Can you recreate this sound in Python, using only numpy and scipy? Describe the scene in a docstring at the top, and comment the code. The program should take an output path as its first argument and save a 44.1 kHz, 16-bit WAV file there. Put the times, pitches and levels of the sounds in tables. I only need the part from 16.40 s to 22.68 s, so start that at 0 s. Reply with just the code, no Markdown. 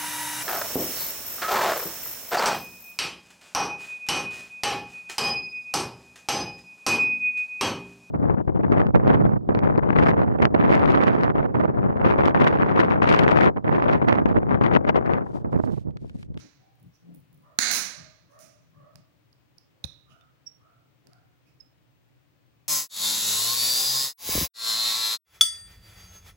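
"""Cutting pliers bite through a wooden craft stick, close by, in a bare, ringing room.
An earlier crack's echo dies away; fibres crackle under the blades. At 1.19 s the wood cracks, the jaws
ring and a limiter ducks; the offcut bounces across the room until 2 s. From 2.5 s fingers turn the stick
and it ticks; the pliers knock at 3.44 s, then their joint squeaks.
Throughout: skin rubbing, a small dog yapping far away, room rumble and hiss."""
import sys
import numpy as np
from scipy import signal
from scipy.fft import rfft, irfft, next_fast_len
from scipy.io import wavfile
from scipy.ndimage import uniform_filter1d, minimum_filter1d, map_coordinates

SR = 44100
rng = np.random.default_rng(int(sys.argv[2]) if len(sys.argv) > 2 else 0)


def inscribe(sig):
    """Save sig as 16-bit PCM at rate SR to the path in sys.argv[1].

    A 1-D sig is mono; a 2-D sig holds one channel per row.
    Samples are clipped to [-1, 1] before scaling.
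    """
    pcm = np.round(np.clip(np.atleast_2d(sig).T, -1, 1) * 32767)
    wavfile.write(sys.argv[1], SR, pcm.astype(np.int16))


N = 276948
T = np.arange(SR) / SR  # time axis of one event, 1 s
TOP_HZ = 15900

# snap of dry wood: (frequency [Hz], gain [dB])
SNAP_SPECTRUM = [(300, -1), (2400, 0.5), (3300, -7.5), (5000, 6.5), (8000, -5), (10000, -1), (12500, -8.5),
                 (15500, -4.5)]


def cut(room_db=-0.5):
    """Fibres tear within milliseconds; the steel jaws ring as they meet."""
    # (time [s], level [dB], tearing time [s]); the first leaves only its tail
    cracks = [(-.45, -6, 0.011), (1.1877, 2.3, 0.0036)]
    # breaking wood: (frequency [Hz], gain [dB])
    wood_spectrum = [(410, -51), (700, -16.5), (968, -21), (1240, -13.5), (1600, -4.5), (1900, -10),
                     (2160, -5.5), (3110, -21.5), (4130, -3), (5360, -11.5), (6500, -0.5), (8000, -16),
                     (9980, -14), (13100, -31.5), (15500, -18.5)]
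    # (frequency [Hz], level [dB], t60 [s])
    jaw_modes = [(2110, -34.5, 0.049), (4040, -35.5, .12), (4270, -30.5, .12), (4250, -34.5, 0.19),
                 (5620, -35.5, .1), (5982, -35.5, .1), (6250, -36.5, .1), (6715, -32.5, .16)]
    ring = sum(amp(db) * fade(t60_s) * np.sin(2 * np.pi * hz * T) for hz, db, t60_s in jaw_modes)
    out = np.zeros((2, N))
    for s, db, tearing_s in cracks:
        crack = burst(swell(T, tearing_s), lambda hz: amp(along(wood_spectrum, hz)))
        add(out, s, amp(db) * in_room(crack + ring, room_db))
    return out


def offcut(t60_s=0.022, room_scale=0.96):
    """The chip lands far off, so its bright clacks are mostly room."""
    # (time [s], level [dB], room re direct [dB])
    bounces = [(-.25, -19, 10), (1.3135, -10, 2.5), (1.3251, -16.5, 10.5), (1.3355, -18.5, 11),
               (1.9004, -65, 15.5), (1.9905, -42.5, 11.5)]
    # (frequency [Hz], gain [dB])
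    chip_spectrum = [(300, -23), (1500, -10), (2400, -7), (3200, -14.5), (4500, -9), (6000, 2), (8000, -11),
                     (9800, -2), (12000, -14), (15000, -7)]
    out = np.zeros((2, N))
    for s, db, room_db in bounces:
        clack = burst(fade(t60_s), lambda hz: amp(along(chip_spectrum, hz)))
        add(out, s, amp(db) * in_room(clack, room_db, room_scale))
    return out


def knock(t60_s=0.014, room_db=-13.5, room_scale=0.66):
    """The pliers knock in the hand: each contact is a dry snap plus the ring of the steel."""
    # touch, blow, two rebounds: (time [s], level [dB], snap [dB])
    contacts = [(3.4403, -27.5, -19), (3.4418, -14.5, -44), (3.4473, -33, -3), (3.4521, -33.5, -6)]
    # (frequency [Hz], width [Hz], gain [dB])
    steel_modes = [(2520, 160, -22), (3830, 360, -0.5), (5850, 700, -18), (9750, 450, -23.5),
                   (15300, 900, -38)]
    steel = lambda hz: sum(amp(db) * resonance(hz, centre, width) for centre, width, db in steel_modes)
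    out = np.zeros((2, N))
    for s, db, snap_db in contacts:
        clack = burst(fade(t60_s), lambda hz: steel(hz) + amp(snap_db + along(SNAP_SPECTRUM, hz)))
        add(out, s, amp(db) * in_room(clack, room_db, room_scale))
    return out


def thumps(cut_s=1.1878, knock_s=3.4436, room_scale=0.93):
    """The cut jolts the stick, the knock the handles; each flexes for a few damped cycles."""
    # both: (frequency [Hz], level [dB], t60 [s], left-right [dB])
    stick_modes = [(1610, 2, .005, 17), (450.2, -9, .005, 2), (237.9, -12, .022, 3.5)]
    handle_modes = [(1210, -39, .022, 2.5), (535, -40.5, 0.041, 4.8), (80, -28.5, .08, 4.2),
                    (138, -30, .065, 1.9)]
    out = np.zeros((2, N))
    for s, modes, room_db in (cut_s, stick_modes, -10.5), (knock_s, handle_modes, -19.5):
        for hz, db, t60_s, pan_db in modes:
            phase = 2 * np.pi * hz * T
            flex = np.sin(phase) * fade(t60_s) * (1 - np.exp(-phase))
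            velocity = np.gradient(flex, phase)  # pushes the air
            near = amp([[pan_db / 2], [-pan_db / 2]]) * direct(velocity)
            add(out, s, amp(db) * (near + amp(room_db) * reverb(velocity, room_scale)))
    return out


def stick_gain(hz, ring_hz, snap_db, width_ratio=0.15, overtone_ratio=2.1, overtone_db=-18):
    """A broad snap plus a ring and its overtone, pitched by where the fingers damp the stick."""
    ring = lambda f: resonance(f, ring_hz, width_ratio * ring_hz)
    snap = amp(snap_db + along(SNAP_SPECTRUM, hz))
    return ring(hz) + amp(overtone_db) * ring(hz / overtone_ratio) + snap


def ticks(t60_s=0.007, room_db=-11, room_scale=0.45):
    """Brief contacts with fingers and pliers set the stick ringing."""
    # (time [s], level [dB], ring [Hz], snap [dB])
    contacts = [(2.5568, -32.5, 4940, 1), (2.9284, -45.5, 4850, -34), (3.1827, -34.5, 5100, -28),
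                (3.811, -47, 2770, -20.5), (4.6707, -40.5, 4700, -2), (4.7329, -42.5, 4660, -13)]
    out = np.zeros((2, N))
    for s, db, ring_hz, snap_db in contacts:
        tick = burst(fade(t60_s), lambda hz: stick_gain(hz, ring_hz, snap_db))
        add(out, s, amp(db) * in_room(tick, room_db, room_scale))
    return out


def squeaks(room_db=-15, room_scale=0.42, grit_db=-26, width_ratio=0.16, lead_s=0.2):
    """Dry contacts slip and sing, nearly pure: skin low on the wood, the pliers' joint high."""
    # (peak time [s], level [dB], pitch [Hz], half length [s])
    slips = [(.705, -44, 172.4, 0.059), (3.817, -63, 3586, 0.0089), (4.0732, -33, 5585, 0.0065),
             (5.208, -41, 5246, 0.0047)]
    out = np.zeros((2, N))
    for s, db, hz, half_s in slips:
        grit = unit_rms(filtered(rng.standard_normal(SR), lambda f: resonance(f, hz, width_ratio * hz)))
        tone = np.sin(2 * np.pi * hz * T) + amp(grit_db) * grit
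        add(out, s - lead_s, amp(db) * in_room(swell(T - lead_s, half_s) * tone, room_db, room_scale))
    return out


def crush(t60_s=0.007, splinter_count=4, mean_gap_s=0.012, splinter_db=-13, room_db=-6, room_scale=0.6):
    """The blades sink in: each fibre that breaks takes a few more with it."""
    # (time [s], level [dB])
    breaks = [(.3545, -56), (.399, -53), (.4285, -48), (.741, -50), (.7475, -40.5), (.759, -47),
              (.803, -54), (.9284, -48.5), (.945, -50), (.9752, -54), (1.023, -55.5)]
    # (frequency [Hz], gain [dB])
    fibre_spectrum = [(1000, -16.5), (5000, -14), (7500, -13.5), (9500, -0.5), (12000, -8), (14000, -2.5),
                      (15500, 6.5)]
    out = np.zeros((2, N))
    for s, db in breaks:
        delays_s = np.cumsum(rng.exponential(mean_gap_s, size=splinter_count))
        splinters = sum(np.roll(fade(t60_s), round(delay * SR)) for delay in delays_s)
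        envelope = fade(t60_s) + amp(splinter_db) * splinters
        crackle = burst(envelope, lambda hz: amp(along(fibre_spectrum, hz)) * (hz < TOP_HZ))
        add(out, s, amp(db) * in_room(crackle, room_db, room_scale))
    return out


def skin_friction(pitch_hz, peak_hz=167, diffuse_db=-6):
    """Dull noise of skin, its peak moved to pitch_hz; rms 1, largely alike on both sides."""
    # (frequency [Hz], gain [dB])
    skin_spectrum = [(24, -63.5), (40, -28.5), (167, -1.5), (200, -13), (291, -17.5), (501, -32.5),
                     (542, -40), (600, -36), (780, -67.5), (1320, -120)]
    noise = direct(rng.standard_normal(N)) + amp(diffuse_db) * rng.standard_normal((2, N))
    return unit_rms(filtered(noise, lambda hz: amp(along(skin_spectrum, hz * peak_hz / pitch_hz))))


def hands(gain_db=-1, hold_db=-73, hold_hz=167, sway_db=3, sways_per_s=6):
    """Skin shifts on stick and grips: swells of friction over a hold that is never quite still."""
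    # (peak time [s], level before gain [dB], half length [s], pitch [Hz])
    rubs = [(.01, -51.5, .04, 165), (.05, -52, 0.045, 305), (.21, -59, 0.052, 160),
            (0.462, -49.5, 0.047, 160), (.72, -52.5, .07, 295), (.79, -54, 0.07, 155),
            (0.986, -56.5, 0.089, 165), (1.38, -46, .1, 255), (1.62, -50, 0.063, 165),
            (1.85, -62, .04, 165), (2.058, -62, 0.053, 260), (2.41, -54, .06, 160),
            (2.578, -53, 0.044, 160), (3.73, -60, .05, 160), (4.68, -57, .03, 335), (5.11, -64, .07, 165)]
    t = np.arange(N) / SR
    knots = rng.standard_normal(int(t[-1] * sways_per_s) + 2)
    sway = map_coordinates(knots, [t * sways_per_s], mode="nearest")
    hold = amp(hold_db + sway_db * sway) * skin_friction(hold_hz)
    shifts = sum(amp(db) * swell(t - s, half_s) * skin_friction(hz) for s, db, half_s, hz in rubs)
    return amp(gain_db) * (hold + shifts)


def slides(half_s=0.024, snap_db=-21, room_db=-6, room_scale=0.55, lead_s=0.1):
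    """The stick slides through the fingers; friction excites its resonances."""
    # (peak time [s], level [dB], ring [Hz])
    strokes = [(.555, -70, 5700), (3.72, -63.5, 2900), (5.085, -69, 2510)]
    out = np.zeros((2, N))
    for s, db, ring_hz in strokes:
        scrape = unit_rms(filtered(rng.standard_normal(SR), lambda hz: stick_gain(hz, ring_hz, snap_db)))
        add(out, s - lead_s, amp(db) * in_room(scrape * swell(T - lead_s, half_s), room_db, room_scale))
    return out


def dog(jitter_ratio=0.055, third_db=-16, scoop_ratio=0.19, scoop_s=0.05, dulling_db=8):
    """Hoarse yaps scoop up to pitch and dull as the mouth closes; only their reverberation arrives."""
    # (time [s], target pitch [Hz], level [dB], length [s], octave [dB])
    yaps = [(.16, 815, -66, .11, -21), (1.008, 665, -58.5, 0.085, 0), (1.505, 672, -54.5, 0.083, -4),
            (1.876, 640, -54.5, .12, -4), (2.32, 650, -58, .16, -2.5), (3.29, 574.5, -70, .14, -14),
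            (3.645, 700.4, -69.5, 0.13, 9), (4.175, 700, -68, .13, 5.5), (4.68, 776, -63.5, 0.063, 0)]
    out = np.zeros((2, N))
    for s, hz, db, length_s, octave_db in yaps:
        progress = np.clip(T / length_s, 0, 1)
        jitter = jitter_ratio * unit_rms(uniform_filter1d(rng.standard_normal(SR), size=130))
        pitch_hz = hz * (1 - scoop_ratio * np.exp(-T / scoop_s) + jitter)
        phase = 2 * np.pi * np.cumsum(pitch_hz) / SR
        mouth = amp(dulling_db * (0.5 - progress))
        overtones = amp(octave_db) * np.sin(2 * phase) + amp(third_db) * np.sin(3 * phase)
        voice = np.sin(phase) / mouth + mouth * overtones
        envelope = np.sqrt(np.abs(np.sin(np.pi * progress)))
        add(out, s, amp(db) * reverb(voice * envelope))
    return out


def air(rms_db=-63.5):
    """Steady room rumble and microphone hiss."""
    # (frequency [Hz], gain [dB])
    spectrum = [(15, -60.5), (25, -34), (70, -6.5), (92, -10), (123, 4.5), (190, -18.5), (301, -8),
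                (363, -17), (575, -17), (677, -19.5), (818, -20.5), (1330, -23), (2760, -25), (13200, -44),
                (16000, -26)]
    # (frequency [Hz], left-right [dB])
    balance = [(60, 9.5), (110, 2.5), (200, -1), (380, 0), (700, 1.5), (1290, 2), (2380, 5), (4400, 4),
               (8120, -2.5), (15000, 6.5)]
    noise = rng.standard_normal((2, N))
    return amp(rms_db) * unit_rms(filtered(noise, lambda hz: amp(along(spectrum, hz)) * pan(balance, hz)))


def reverb(x, room_scale=1, build_s=0.016):
    """The diffuse room builds up, then dies treble first; room_scale multiplies its t60."""
    # (frequency [Hz], t60 [s])
    room_decay = [(150, 0.77), (1000, 0.73), (2000, 0.7), (4000, 0.71), (6500, 0.57), (9800, 0.39),
                  (12000, .34), (15000, .34)]
    hz, t, noise = signal.stft(rng.standard_normal((2, SR)), SR, nperseg=256)
    t60_s = room_scale * along(room_decay, hz)[:, None]
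    tail = signal.istft(noise * np.exp(-np.log(1000) * t / t60_s), SR, nperseg=256)[1][:, :SR]
    tail *= 1 - np.exp(-T / build_s)
    return signal.fftconvolve(x[None], tail / np.linalg.norm(tail[1]), axes=1)[:, :SR]


def direct(x, lag_s=0.0011):
    """Sound reaches the right microphone first, then the left."""
    return np.array([np.roll(x, round(lag_s * SR)), x])


def in_room(x, room_db, room_scale=1):
    """Direct sound plus reverberation."""
    return direct(x) + amp(room_db) * reverb(x, room_scale)


def burst(envelope, gain, power_floor=0.067):
    """Tiny fractures ring through a body; the envelope sets their energy."""
    spectrum = rfft(envelope * rng.standard_normal(SR))
    power = np.abs(spectrum) ** 2
    whitening = 1 / np.sqrt(power / power.mean() + power_floor)  # sharp breaks are nearly flat
    y = irfft(spectrum * causal(whitening * gain(np.fft.rfftfreq(SR, 1 / SR))))
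    return y * np.linalg.norm(envelope) / np.linalg.norm(y) / 2


def causal(gain):
    """Minimum-phase response: rings only after a blow."""
    cepstrum = irfft(np.log(np.maximum(gain, 1e-6)))
    half = cepstrum.shape[-1] // 2
    cepstrum[..., 1:half] *= 2
    cepstrum[..., half + 1:] = 0
    return np.exp(rfft(cepstrum))


def filtered(x, response):
    """x through response(hz)."""
    n = x.shape[-1]
    size = next_fast_len(n + SR // 4)
    return irfft(rfft(x, size) * response(np.fft.rfftfreq(size, 1 / SR)), size)[..., :n]


def resonance(hz, centre_hz, width_hz):
    """Gain of one steep-sided peak."""
    return 1 / (1 + ((hz - centre_hz) / width_hz) ** 2) ** 2


def pan(balance, hz):
    """Left and right gains, constant total power."""
    ratio = amp(along(balance, hz))
    return np.array([ratio, np.ones_like(ratio)]) / np.sqrt((1 + ratio ** 2) / 2)


def along(points, hz):
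    """(Hz, value) points read on a log axis."""
    points_hz, values = np.transpose(points)
    return np.interp(np.log(hz + 1), np.log(points_hz + 1), values)


def fade(t60_s):
    """Exponential decay."""
    return np.exp(-np.log(1000) * T / t60_s)


def swell(t, half_s):
    """Gaussian envelope, peak at t = 0."""
    return np.exp(-(t / half_s) ** 2)


def amp(db):
    """Decibels to gain."""
    return 10 ** (np.asarray(db) / 20)


def unit_rms(x):
    """x at rms 1."""
    return x / np.sqrt(np.mean(x ** 2) + 1e-20)


def add(track, s, sound):
    """Mix a sound in at time s."""
    start = round(s * SR)
    part = sound[:, max(-start, 0):max(N - start, 0)]
    track[:, max(start, 0):][:, :part.shape[1]] += part


def scene(low_cut_hz=55):
    """All sources through two unlike microphones that shed deep bass, over rumble and hiss."""
    # the left one hears little treble: (frequency [Hz], left-right [dB])
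    mic_balance = [(60, -0.5), (110, 6.5), (200, 3.5), (380, 1), (700, -3.5), (1290, -4.5), (2380, -8.5),
                   (4400, -20.5), (8120, -28.5), (15000, -5)]
    sources = cut() + offcut() + ticks() + slides() + knock() + crush() + squeaks() + thumps()
    sources += hands() + dog()
    low_cut = lambda hz: (hz / low_cut_hz) ** 2 / np.hypot(1, (hz / low_cut_hz) ** 2)
    return filtered(sources, lambda hz: causal(pan(mic_balance, hz) * low_cut(hz))) + air()


def record(dry, ceiling_db=0.1, release_db_per_s=68):
    """A limiter ducks at once and recovers at a steady rate; then the band limit."""
    peak_db = 20 * np.log10(np.abs(dry).max(axis=0) + 1e-9)
    over_db = np.maximum(peak_db - ceiling_db, 0)
    ramp_db = release_db_per_s * np.arange(N) / SR
    duck_db = np.maximum.accumulate(over_db + ramp_db) - ramp_db
    gain_db = uniform_filter1d(minimum_filter1d(-duck_db, size=129), size=65)
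    return filtered(dry * amp(gain_db), lambda hz: hz < TOP_HZ)


dry = scene()
out = record(dry)
inscribe(out)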